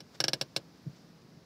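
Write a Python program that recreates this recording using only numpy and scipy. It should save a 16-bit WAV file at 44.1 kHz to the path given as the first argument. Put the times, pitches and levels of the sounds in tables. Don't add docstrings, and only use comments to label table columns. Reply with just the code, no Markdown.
import sys
import numpy as np
from scipy import signal
from scipy.fft import rfft, irfft
from scipy.io import wavfile

SR = 44100
rng = np.random.default_rng(int(sys.argv[2]) if len(sys.argv) > 2 else 0)


def int16_out(signal):
    q = np.round(np.clip(np.atleast_2d(signal).T, -1, 1) * 32767)
    wavfile.write(sys.argv[1], SR, q.astype(np.int16))


N = 63945
T = np.arange(N) / SR

# (frequency [Hz], relative density [dB])
FLOOR_SPECTRUM = [(25, 6), (55, 9), (100, -2.5), (160, -0.5), (240, -2.5), (500, -11.5), (1000, -18),
                  (2000, -23.5), (3200, -28), (5100, -22.5), (6500, -31.5), (8500, -40.5), (15000, -41.5)]
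# (time [s], gain [dB])
HISS_SWELL = [(0, 0), (.15, 6), (.65, 2.5), (.8, 3.5), (.98, 4), (1.15, 1.5), (1.45, 1)]
# (centre time [s], level [dB], Gaussian width [s])
SCUFFS = [(0.152, -54, 0.0071), (.678, -77, 0.0024), (0.775, -64, 0.0022), (0.967, -64, 0.014),
          (1.219, -63.5, 0.0029)]
# (frequency [Hz], relative density [dB])
SCUFF_SPECTRUM = [(150, 8), (700, 5.5), (2500, 2.5), (5200, 3.5), (7500, -4.5), (14000, -39)]
# (time [s], level [dB], contact [s])
PUSHES = [(.8605, -34.5, 0.0026), (.8668, -25.5, 0.0031), (.8735, -22.5, 0.006), (.8950, -36.5, 0.0025),
          (1.247, -42, 0.0017), (1.367, -45, 0.0039)]
# (frequency [Hz], level [dB], t60 [s])
BOOM_MODES = [(139.5, -10.5, 0.074), (163.5, -6, 0.045), (310, -6.5, 0.017), (480, -14, 0.028)]
# (delay [s], gain [ratio])
EARLY_REFLECTIONS = [(.0026, 0.09), (.0064, 0.28), (0.0111, 0.1)]
# (frequency [Hz], relative density [dB])
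AFTERGLOW_SPECTRUM = [(80, -32), (140, -9), (400, 3.5), (800, -8.5), (2000, -20), (5500, -19), (8000, -58),
                      (15000, -58)]
# (frequency [Hz], level [dB], t60 [s], lag after the snap [s])
TRIM_MODES = [(133.5, -34.5, 0.074, 0.00537), (199.1, -57, 0.21, 0.0055), (327, -35.5, 0.068, 0.00236),
              (460, -62, 0.085, 0.0038), (540.7, -34, 0.073, 0.0007), (618, -40, 0.068, 0.00209),
              (794, -35.5, 0.029, 0.00124)]
# (frequency [Hz], relative density [dB], extra ring share [ratio])
CRACK_SPECTRUM = [(200, -10, -0.53), (450, 0.5, -0.4), (720, -3, -0.4), (980, -6, 0.4), (1300, -10.5, 2),
                  (1590, 9, 1.06), (2050, -14.5, 1.1), (2320, -2, 0.37), (2870, 1, 0.43), (4330, 4, -0.35),
                  (5460, 7.5, 1), (6460, -14, -1.06), (7500, -6.5, -0.15), (9640, -12.5, -0.47),
                  (10500, -13.5, 0.048), (15100, -18.5, -0.086)]
# (frequency [Hz], level [dB], t60 [s], extra ring share [ratio])
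STEEL_MODES = [(1537, -29, 0.017, 0.032), (1686, -39, 0.047, 0.11), (1764, -40, 0.038, 0.9),
               (2205, -34.5, 0.024, 0.13), (2770, -38, 0.024, -1.25), (2930, -32.5, 0.026, 0.39),
               (3550, -28, 0.0092, -0.52), (3986, -26.5, 0.025, -0.53), (4343, -26, 0.012, -0.24),
               (4635, -30, 0.03, -0.24), (5223, -22.5, 0.016, -0.24), (5482, -17.5, 0.012, 0.31),
               (5565, -20, 0.011, 0.65), (6210, -43, 0.025, 2.2), (7310, -45.5, 0.042, -0.3),
               (9370, -45, 0.029, -0.18), (9860, -49, 0.016, -1.4)]
# (time [s], level [dB], extra ring [dB], knock into the trim [dB])
PAWL_SNAPS = [(.0040, -22, 1, -18), (0.2023, 1.5, 3, .5), (0.2398, -.5, 4, 0.5), (0.2815, 0, 2, 0),
              (0.3326, 0, -1.5, 0.5), (0.4121, -1, -2.5, 0), (0.5631, -1, -7.5, -0.5)]


def from_db(db):
    return 10 ** (np.asarray(db) / 20)


def coloured(x, hz, db):
    bin_hz = np.maximum(np.arange(N // 2 + 1) * SR / N, 1)
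    gain = from_db(np.interp(np.log(bin_hz), np.log(hz), db))
    return irfft(rfft(x) * gain, N)


def noise(spectrum):
    x = coloured(rng.standard_normal(N), *np.transpose(spectrum))
    return x / x.std()


def decay(t60):
    return np.exp(-np.log(1000) * T / t60)


def burst(rise_s, t60):
    return (1 - np.exp(-T / rise_s)) * decay(t60)


def ring(hz, t60):
    return np.sin(2 * np.pi * hz * T) * decay(t60)


def later(x, delay_s):
    return np.concatenate([np.zeros(max(int(delay_s * SR), 0)), x])[:N]


def through(x, response):
    return signal.fftconvolve(x, response)[:N]


def rumble_and_hiss():
    floor = from_db(-53) * noise(FLOOR_SPECTRUM)
    hiss = signal.sosfilt(signal.butter(1, 3600, "high", fs=SR, output="sos"), floor)
    rumble = floor - hiss
    swell_db = np.interp(T, *np.transpose(HISS_SWELL))
    return rumble + from_db(swell_db) * hiss


def hum(hz=169.5, level_db=-67.5, depth=0.56):
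    waver = noise([(6, 0), (40, -50), (200, -120)])
    tone = np.sqrt(2) * np.sin(2 * np.pi * hz * T)
    return from_db(level_db) * tone * (1 + depth * waver)


def scuffs():
    envelope = sum(from_db(db) * np.exp(-.5 * ((T - s) / width) ** 2) for s, db, width in SCUFFS)
    return envelope * noise(SCUFF_SPECTRUM)


def thump():
    force = 0
    for time_s, db, contact_s in PUSHES:
        pulse = np.sin(np.pi * np.minimum(T / contact_s, 1)) ** 2
        force = force + from_db(db) * later(pulse / pulse.sum(), time_s - contact_s / 2)
    boom = sum(from_db(db) * ring(hz, t60) for hz, db, t60 in BOOM_MODES)
    return through(force, boom)


def cabin_response(scatter_db=-8):
    direct = 1.0 * (T == 0)
    early = sum(gain * later(direct, delay_s) for delay_s, gain in EARLY_REFLECTIONS)
    scatter = rng.standard_normal(N) * burst(rise_s=0.00074, t60=0.046)
    return direct + early + from_db(scatter_db) * scatter / np.linalg.norm(scatter)


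def trim_knock():
    knock = sum(from_db(db) * later(ring(hz, t60), lag) for hz, db, t60, lag in TRIM_MODES)
    afterglow = from_db(-40.5) * burst(rise_s=0.0069, t60=0.14) * noise(AFTERGLOW_SPECTRUM)
    return knock + afterglow


def contact_crack(shared_noise, ring_db, fresh_share=0.31):
    hz, db, shares = np.transpose(CRACK_SPECTRUM)
    grain = np.sqrt(1 - fresh_share) * shared_noise + np.sqrt(fresh_share) * rng.standard_normal(N)
    envelope = from_db(-20) * burst(rise_s=0.00063, t60=0.039)
    return envelope * coloured(grain, hz, db + shares * ring_db)


def steel_ring(ring_db, spread_db=1.5):
    steel = 0
    for k, (hz, db, t60, share) in enumerate(STEEL_MODES):
        strength = from_db(db + share * ring_db + spread_db * rng.standard_normal())
        steel = steel + (-1) ** k * strength * ring(hz, t60)
    return steel


def ratchet():
    shared_noise = rng.standard_normal(N)
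    steel, cracks, knocks = 0, 0, 0
    for time_s, db, ring_db, knock_db in PAWL_SNAPS:
        steel = steel + from_db(db) * later(steel_ring(ring_db), time_s)
        cracks = cracks + from_db(db) * later(contact_crack(shared_noise, ring_db), time_s)
        knocks = knocks + from_db(knock_db) * later(trim_knock(), time_s)
    return through(steel, cabin_response()) + cracks + knocks


def scene():
    return (ratchet() + thump() + scuffs() + hum() + rumble_and_hiss())[None]


def record(dry, low_hz=108.8, high_hz=15600):
    thin = signal.sosfilt(signal.butter(4, low_hz, "high", fs=SR, output="sos"), dry)
    return signal.sosfilt(signal.ellip(10, .2, 70, high_hz, fs=SR, output="sos"), thin)


dry = scene()
out = record(dry)
int16_out(out)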